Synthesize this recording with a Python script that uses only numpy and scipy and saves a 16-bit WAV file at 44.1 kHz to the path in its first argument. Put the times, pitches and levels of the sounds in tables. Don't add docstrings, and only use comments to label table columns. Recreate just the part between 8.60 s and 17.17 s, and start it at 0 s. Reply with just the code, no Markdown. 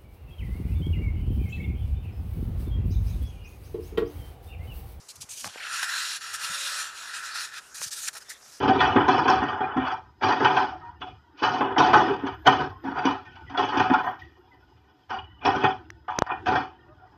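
import sys
import numpy as np
from scipy import signal
from scipy.io import wavfile

SR = 44100
rng = np.random.default_rng(int(sys.argv[2]) if len(sys.argv) > 2 else 0)


def digitize_waveform(pressure):
    field = np.atleast_2d(pressure).T
    bounded = np.clip(field, -1, 1)
    quanta = np.round(bounded * 32767).astype(np.int16)
    wavfile.write(sys.argv[1], SR, quanta)


N = 377935

# start_s, length_s, start_level_db, end_level_db, heavy_db, sharp_db, grit_db
STROKES = [(-0.05, 0.29, -14.5, -20, 2.5, -1, -0.5), (0.186, 0.7, -19, -25.5, 2.5, 2, -5),
           (0.902, 0.21, -21.5, -21, -21, -13, -33), (1.145, 0.12, -34, -13, -24, 0, -14),
           (1.625, 0.4, -12, -21.5, -2, -1.5, 0), (2.196, 0.082, -37, -38, -25, -10.5, -6),
           (2.409, 0.062, -35, -39.5, 1.5, 8, 2), (2.776, 0.18, -36.5, -28.5, -18, 10, 13),
           (2.821, 0.38, -14.5, -25, -1, -5.5, -18), (3.192, 0.07, -6.5, -9.5, -0.5, -0.5, 1.5),
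           (3.333, 0.18, -27, -21, 2.5, 1.5, -2.5), (3.547, 0.13, -45, -24, -12, 0, -9),
           (3.867, 0.16, -4, -20, -1.5, -2.5, -1.5), (4.24, 0.24, -24.5, -16.5, -8, -7.5, -11),
           (4.615, 0.36, -59, -61, -10, 19, 13), (4.864, 0.085, -70, -21.5, -32, -7, -25),
           (4.988, 0.018, -7, -12, -3.5, 2, -1), (5.122, 0.23, -15.5, -18.5, -7.5, -2.5, -10),
           (5.305, 0.18, -20.5, -23.5, -10, -5.5, -7.5), (5.607, 0.81, -54.5, -57.5, 2.5, 2.5, 3.5),
           (6.505, 0.16, -14, -53, -8.5, -2, -2.5), (6.813, 0.03, -31.5, -29, -8, 1.5, -15.5),
           (6.855, 0.29, -7.5, -32, -4, -2.5, -2), (7.014, 0.023, -23.5, -10, -6.5, 0.5, -22),
           (7.502, 0.1, -29, -34.5, -9, 3, -4), (7.671, 0.017, -47, -19.5, -37, -7, -27),
           (7.868, 0.1, -10, -19, -2, -2, -1), (8.09, 0.46, -57.5, -48, -0.5, -5.5, -5.5)]
# start_s, level_db, heavy_db, sharp_db, grit_db, rattle_t60_s (kept within 0.02 to 0.6 s when played)
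KNOCKS = [(0.045, -9.5, -5, -37, -16, 0.19), (0.077, -8, 7.5, 2, -1, 0.18),
          (0.202, -5.5, -29.5, -3, -2.5, 0.51), (0.358, -7.5, 0, -3.5, -37.5, 0.52),
          (0.48, -8, -2.5, -3.5, -0.5, 0.91), (0.578, -11, -3.5, -8, -3, 0.33),
          (0.65, -11, -3, -2.5, -15, 0.35), (0.677, -8, -3, 0, -1, 0.82),
          (0.698, -3.5, -14, -1.5, 8.5, 0.011), (0.815, -13.5, -3.5, -8, -35, 0.64),
          (1.003, -17, -2, -7.5, -16, 0.48), (1.165, -15, -1.5, -4, -15, 0.51),
          (1.275, -22.5, -33, -6, -2, 0.37), (1.315, -26.5, -16.5, -4, 3.5, 0.14),
          (1.609, -28.5, -16, 0, -9, 0.29), (1.634, -22.5, -28, -3, 12, 0.29),
          (1.804, -10, 0.5, -13.5, -14.5, 0.35), (1.844, -5.5, -11, 0.5, -3.5, 0.36),
          (1.964, -7, -37, -3, -2, 0.4), (2.233, -42, -16, -22, -27, 0.16),
          (2.415, -22.5, -32, 9, -13, 0.11), (2.828, -8.5, -15, -0.5, 5.5, 0.39),
          (3.004, -13.5, 3, 0.5, -16, 0.31), (3.161, -3.5, -16, -17.5, -25, 0.046),
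          (3.178, -4, -2, 2, 5, 0.21), (3.33, 1, -6, -5.5, -2, 0.35), (3.505, -18, -2, -8, -17, 0.24),
          (3.632, -21.5, -0.5, -29, -22, 0.23), (3.664, -17, -4, 0.5, -1, 0.15),
          (3.865, -10.5, -3, -15, 13, 0.064), (4, -22, 8, -8, -1, 0.18), (4.237, -29.5, 5, -38, -3, 0.64),
          (4.385, -25.5, -9, 4, -4, 0.33), (4.451, -13, -5.5, 2, 2.5, 0.34),
          (4.651, -36.5, -24, 10.5, 4.5, 0.14), (4.753, -36, -37, 5.5, 2, 0.21),
          (4.893, -27.5, -25.5, -4, -4.5, 0.36), (4.971, -14, -9, 2.5, -1, 0.46),
          (5.084, -22.5, -3, 5.5, 4, 0.41), (5.169, -15.5, 1.5, 6, 5.5, 0.35),
          (5.195, -9, -1.5, 2.5, 1.5, 0.22), (5.298, -7.5, -7, -4, -17.5, 0.074),
          (5.333, -7.5, -43, -5.5, -3, 0.057), (5.463, -18, -10, -36, -27, 0.25),
          (5.589, -52, -18, 20.5, 22, 0.35), (6.493, -29, -26, -0.5, -2, 0.24),
          (6.584, -30.5, -41, 9, -36, 0.11), (6.85, -14.5, -20, 9, 4.5, 0.065),
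          (6.952, -27, 10.5, 2.5, -5.5, 0.21), (7.035, -8, 1.5, -4, -9, 0.079),
          (7.479, -18.5, -18, -4.5, -17, 0.23), (7.664, -20, -35, -12, -7, 0.057),
          (7.71, -23, -2.5, 1, -24, 0.17), (7.858, -16.5, -22.5, 0, -10.5, 0.22),
          (7.953, -11, -4.5, -1, -2, 0.28)]
# pitch_hz, level_db
PLATES = [(104, -16), (139, -14), (269, -14.5), (387, -7), (559, -27), (751, -4), (861, -10), (1195, -15),
          (1270, -20), (1496, -18), (1658, -27), (1841, -16.5), (2444, -28), (2594, -22.5), (2982, -22.5),
          (3208, -26), (3380, -23.5), (3725, -31), (4059, -31), (4705, -28.5), (5038, -35), (5329, -36),
          (5738, -38.5), (6180, -35.5)]
# pitch_hz, level_db_per_hz
LESSER_MODES = [(70, -20), (130, -24.5), (190, -10.5), (280, 2), (430, -3.5), (530, -36.5), (700, -18),
                (800, -3), (1000, 0.5), (1130, -9), (1500, -5.5), (2000, -26), (2150, -30), (2450, -11),
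                (2700, -31), (2950, -14), (3450, -20), (3650, -64), (4200, -29.5), (4600, -30),
                (5500, -29.5), (6200, -39), (7000, -59.5)]
# time_s, rumble_db, clatter_db
ENGINE_LEVELS = [(0.0, -37, -37.5), (0.5, -46, -28.5), (1.41, -56, -76.5), (1.81, -65, -32.5),
                 (2.46, -56, -59.5), (3.01, -63, -44), (3.41, -49.5, -17.5), (3.67, -52.5, -48),
                 (5.2, -54.5, -49.5), (5.7, -60, -58.5), (6.4, -63, -61), (7.09, -53, -48),
                 (7.37, -58, -54.5), (7.83, -51, -43.5), (8.16, -58, -51), (8.57, -58.5, -61.5)]
# pitch_hz, level_db_per_hz
CLATTER_SPECTRUM = [(150, -15), (331, 16), (520, -17.5), (766, 2), (900, 3), (960, 5), (1040, -12.5),
                    (1450, 3.5), (1690, -12), (1890, 2), (2190, -23), (3100, -8.5), (4900, -40)]
# middle_s, pitch_hz, peak_db, fade_db_per_s (on either side of the middle)
SWELLS = [(3.781, 12000, -73, 40), (4.299, 12100, -76, 24.5), (5.461, 12000, -65, 116),
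          (6.0, 12550, -81.5, 14)]
# start_s, pitch_hz, level_db, held_s
RINGS = [(0.085, 766, -16.5, 0.045), (0.25, 760, -14.5, 0.026), (0.357, 259, -7.5, 0.012),
         (0.815, 263, -18, 0.018), (1.161, 264.6, -13.5, 0.039), (2.1, 755, -28.5, 0.067),
         (2.225, 949, -34, 0.077), (2.233, 1854, -48, 0.052), (2.45, 739, -33.5, 0.038),
         (3.185, 735, -18.5, 0.089), (3.334, 390, -37, 0.046), (3.4, 740, -20, 0.066),
         (3.4, 840, -20.5, 0.034), (3.503, 397, -23.5, 0.068), (3.624, 278, -22, 0.048),
         (4.11, 1064, -44, 0.091), (4.248, 273.2, -23, 0.079), (4.65, 1800, -42, 0.032),
         (4.665, 1496, -45, 0.16), (4.76, 900, -44, 0.065), (4.865, 1995, -41.5, 0.03),
         (4.452, 274, -11, 0.025), (4.902, 274, -30, 0.049), (5.298, 260.6, -8.5, 0.018),
         (5.333, 1420, -10.5, 0.011), (5.468, 732, -25.5, 0.05), (5.475, 1840, -48.5, 0.31),
         (5.614, 1910, -40, 0.024), (5.91, 1980, -50, 0.03), (5.93, 1820, -59, 0.041),
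         (6.52, 796, -27, 0.032), (6.582, 2990, -50, 0.22), (6.87, 782, -20, 0.041), (7.5, 955, -28.5, 0.1),
         (8.37, 1407, -54.5, 0.087), (8.41, 747, -43, 0.06), (8.5, 906, -54, 0.06)]
# start_s, level_db, body_hz, damping_per_cycle (nepers), snap_db, snap_length_s
TICKS = [(7.303, -18.5, 1810, 0.61, -36.5, 0.0029), (7.5871, 7.5, 1190, 3.1, -38, 0.001),
         (7.5879, -5, 326, 1.6, -17.5, 0.0033), (7.6217, 17.5, 850, 3.5, -26, 0.0011)]
RANGE_BORDERS_HZ = [560, 2150, 3650]

BITE_DB_PER_S = 1501
FALL_DB_PER_S, FALL_QUICKENS_S = 106.5, 0.047
CRUNCH_DB, CRUNCH_RATE_HZ = 2.8, 35
LONGEST_RING_S, MOST_CYCLES = 0.1, 200
WANDER_DB_PER_KHZ = 0.7
GRIT_DB = -36
FIRING_HZ = 73
WHINE_HZ, WHINE_FADES_DB_PER_S = 5038, 1.2
FAN_DB = -74.5
AIR_DB = -92
RING_RISE_S, RING_SAG_DB_PER_S = 0.0085, 55
RING_END_DB_PER_S = 703.5
RING_WAVER_DB, RING_WAVER_PITCH = 4.5, 0.014
SQUEAK_S, SQUEAK_LENGTH_S, SQUEAK_DB = 8.25, 0.095, -51.5
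SQUEAK_FROM_HZ, SQUEAK_TO_HZ = 545, 625
CUTOFF_HZ = 16100


def from_db(db):
    return 10 ** (np.asarray(db) / 20)


def rms_one(x):
    return x / np.sqrt(np.mean(x ** 2) + 1e-20)


def in_time(rows):
    s, *columns = np.transpose(rows)
    return [np.interp(np.arange(N) / SR, s, c) for c in columns]


def band(x, low_hz, high_hz):
    return signal.sosfilt(signal.butter(2, [low_hz, high_hz], "band", fs=SR, output="sos"), x)


def lowpass(x, order, hz):
    return signal.sosfilt(signal.butter(order, hz, fs=SR, output="sos"), x)


def ring(x, hz, t60):
    turn = 2 * np.pi * hz / SR
    r = from_db(-60 / (t60 * SR))
    wide = np.exp(-np.pi * (50 + 0.055 * hz) / SR)
    narrow_gain = np.sqrt(1 - r) / 2
    wide_gain = (1 - wide ** 2) / 2
    narrow_stage = [narrow_gain, 0, -narrow_gain, 1, -2 * r * np.cos(turn), r * r]
    wide_stage = [wide_gain, 0, -wide_gain, 1, -2 * wide * np.cos(turn), wide ** 2]
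    return signal.sosfilt([narrow_stage, wide_stage], x)


def patches(spread_db, rate_hz):
    r = np.exp(-80 * np.pi * rate_hz / SR)
    noise = rng.standard_normal(N // 40 + 2002)
    slow = signal.lfilter([1], [1, -2 * r, r * r], noise)[2000:]
    gain = from_db(spread_db * rms_one(slow))
    return np.interp(np.arange(N) / 40, np.arange(len(slow)), rms_one(gain))


def crowd(spectrum, cycles, longest, count):
    hz, db = np.transpose(spectrum)
    places = (np.arange(count) + rng.uniform(0.012, 1.0, count)) / count
    pitch = hz[0] + (hz[-1] - hz[0]) * places ** 1.5
    level = np.interp(np.log(pitch), np.log(hz), db)
    level += 5 * np.log10(places)
    level -= 10 * np.log10(np.sum(from_db(level) ** 2))
    return np.transpose([pitch, level, np.minimum(cycles / pitch, longest)])


def grains(per_s, spread_db):
    sizes = from_db(spread_db * np.minimum(rng.exponential(1, N), 5)) * rng.choice([-1, 1], N)
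    return rms_one(sizes * (rng.random(N) < per_s / SR))


def four_ranges(level_db, heavy_db, sharp_db, grit_db):
    return from_db(level_db + np.array([[heavy_db], [0], [sharp_db], [grit_db]])) ** 2


def contact():
    power, now = np.zeros((4, N)), np.arange(N) / SR
    for s, length, start_db, end_db, *colour_db in STROKES:
        span = slice(max(round((s - 0.1) * SR), 0), round((s + length + 0.5) * SR))
        t = now[span] - s
        after = np.maximum(t - length, 0)
        level_db = np.interp(t, [0, length], [start_db, end_db])
        level_db += BITE_DB_PER_S * np.minimum(t, 0)
        level_db -= FALL_DB_PER_S * after * (1 + after / (2 * FALL_QUICKENS_S))
        power[:, span] += four_ranges(level_db, *colour_db)
    power *= patches(CRUNCH_DB, CRUNCH_RATE_HZ) ** 2
    for s, level_db, *colour_db, t60 in KNOCKS:
        at = round(s * SR)
        t = now[:min(SR // 2, N - at)]
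        fade = from_db(-60 * t / np.clip(t60, 0.02, 0.6)) * (1 - np.exp(-t / 0.0008))
        fade *= 1 + 2.2 * np.exp(-t / 0.004)
        power[:, at:at + len(t)] += four_ranges(level_db, *colour_db) * fade ** 2
    return np.sqrt(power)


def bucket():
    pushes = contact()[:, None] * [grains(3000, 3.2), grains(3000, 3.2)]
    plates = [(hz, db, min(LONGEST_RING_S, MOST_CYCLES / hz)) for hz, db in PLATES]
    lesser = crowd(LESSER_MODES, cycles=170, longest=0.042, count=130) + [0, 4, 0]
    ranges = np.zeros((4, N))
    for modes, wander_db, rate_hz in [(plates, 1.5, 14), (lesser, 3.5, 22)]:
        for k, (hz, level_db, t60) in enumerate(modes):
            which = np.searchsorted(RANGE_BORDERS_HZ, hz)
            wander = patches(wander_db + WANDER_DB_PER_KHZ * hz / 1e3, rate_hz)
            ranges[which] += from_db(level_db) * ring(pushes[which, k % 2] * wander, hz, t60)
    ranges[3] += from_db(GRIT_DB) * band(band(pushes[3, 1], 4000, 6300), 4000, 6300)
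    steel = sum(lowpass(x, 6, hz) for x, hz in zip(ranges, [1500, 2600, 4000, 7300]))
    crack = from_db(-58) * band(band(pushes[3, 0], 11300, 15500), 11300, 15500)
    return lowpass(steel, 8, 7100) + crack


def engine():
    rumble_db, clatter_db = in_time(ENGINE_LEVELS)
    white = rng.standard_normal((3, N))
    firing = rms_one(ring(white[2], FIRING_HZ, 0.44))
    rumble = firing + from_db(7.5) * rms_one(band(white[2], 55, 110))
    rumble *= patches(4.5, 6)
    clatter = np.zeros(N)
    for k, (hz, db, t60) in enumerate(crowd(CLATTER_SPECTRUM, cycles=90, longest=0.06, count=70)):
        clatter += from_db(db) * ring(white[k % 2] * patches(6.9, 13), hz, t60)
    whine_db = 0.12 * clatter_db - 63 - WHINE_FADES_DB_PER_S * np.arange(N) / SR
    whine = from_db(whine_db) * patches(2, 4) * rms_one(ring(white[0], WHINE_HZ, 0.3))
    fan = from_db(FAN_DB) * patches(2.5, 5) * rms_one(band(band(white[1], 1200, 6000), 900, 6200))
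    return from_db(rumble_db) * rumble + from_db(clatter_db) * rms_one(clatter) + whine + fan


def treble():
    now = np.arange(N) / SR
    level = sum(from_db(peak_db - fade_db * np.abs(now - s)) for s, _, peak_db, fade_db in SWELLS)
    white = rng.standard_normal((2, N))
    rough = rms_one(band(white[0], 15, 140)) * patches(4, 12)
    hz = in_time(SWELLS)[0]
    whistle = level * rough * np.sin(2 * np.pi * np.cumsum(hz) / SR)
    wide_hiss = rms_one(band(white[1], 8500, 17000))
    high_hiss = rms_one(band(band(white[0], 11400, 15600), 11400, 15600))
    return whistle + from_db(AIR_DB) * (wide_hiss + 1.6 * high_hiss)


def rings():
    out, waver = np.zeros(N), patches(RING_WAVER_DB, 60)
    bend = np.log10(patches(20, 30))
    bend -= bend.mean()
    for s, hz, level_db, held in RINGS:
        span = slice(round(s * SR), min(round((s + held + 0.15) * SR), N))
        t = np.arange(span.stop - span.start) / SR
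        loss_db = RING_SAG_DB_PER_S * t + RING_END_DB_PER_S * np.maximum(t - held, 0)
        rise = 1 - np.exp(-t / RING_RISE_S)
        tone = np.sin(2 * np.pi * hz * np.cumsum(1 + RING_WAVER_PITCH * bend[span]) / SR)
        out[span] += from_db(level_db - loss_db) * np.sqrt(2) * rise * tone * waver[span]
    return out


def ticks():
    out, white = np.zeros(N), rng.standard_normal(N)
    port = rms_one(band(band(white, 4900, 6500), 4900, 6500))
    body = rms_one(band(white, 900, 4350))
    edge = rms_one(band(band(white, 12000, 17000), 11700, 14400))
    snap = port + from_db(-2.5) * body + from_db(-19) * edge
    for s, level_db, hz, damping, snap_db, length in TICKS:
        t = np.maximum(np.arange(N) / SR - s, 0)
        swing = -np.sin(2 * np.pi * hz * t) * np.exp(-t * hz * damping) * (1 - np.exp(-t * hz * 4.3))
        burst = np.sin(np.pi * np.minimum(t / length, 1)) ** 2
        out += from_db(level_db) * swing + from_db(snap_db) * snap * burst
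    return out


def squeak():
    share = np.clip((np.arange(N) / SR - SQUEAK_S) / SQUEAK_LENGTH_S, 0, 1)
    hz = SQUEAK_FROM_HZ + (SQUEAK_TO_HZ - SQUEAK_FROM_HZ) * np.sin(np.pi * share / 2)
    turn = 2 * np.pi * np.cumsum(hz) / SR
    swell = np.sqrt(2) * np.sin(np.pi * share ** 2)
    return from_db(SQUEAK_DB) * swell * (np.sin(turn) + share * np.sin(2 * turn))


def scene():
    far = bucket() + engine() + rings() + squeak()
    echo = np.zeros(N)
    lag = round(0.054 * SR)
    echo[lag:] = from_db(-15) * far[:-lag]
    return (far + echo + treble() + ticks())[None]


def record(dry):
    thin = signal.sosfilt(signal.butter(2, 60, "high", fs=SR, output="sos"), dry)
    rounded = 0.79 * np.tanh(thin / 1.384)
    return signal.sosfilt(signal.cheby2(12, 70, CUTOFF_HZ, fs=SR, output="sos"), rounded)


dry = scene()
out = record(dry)
digitize_waveform(out)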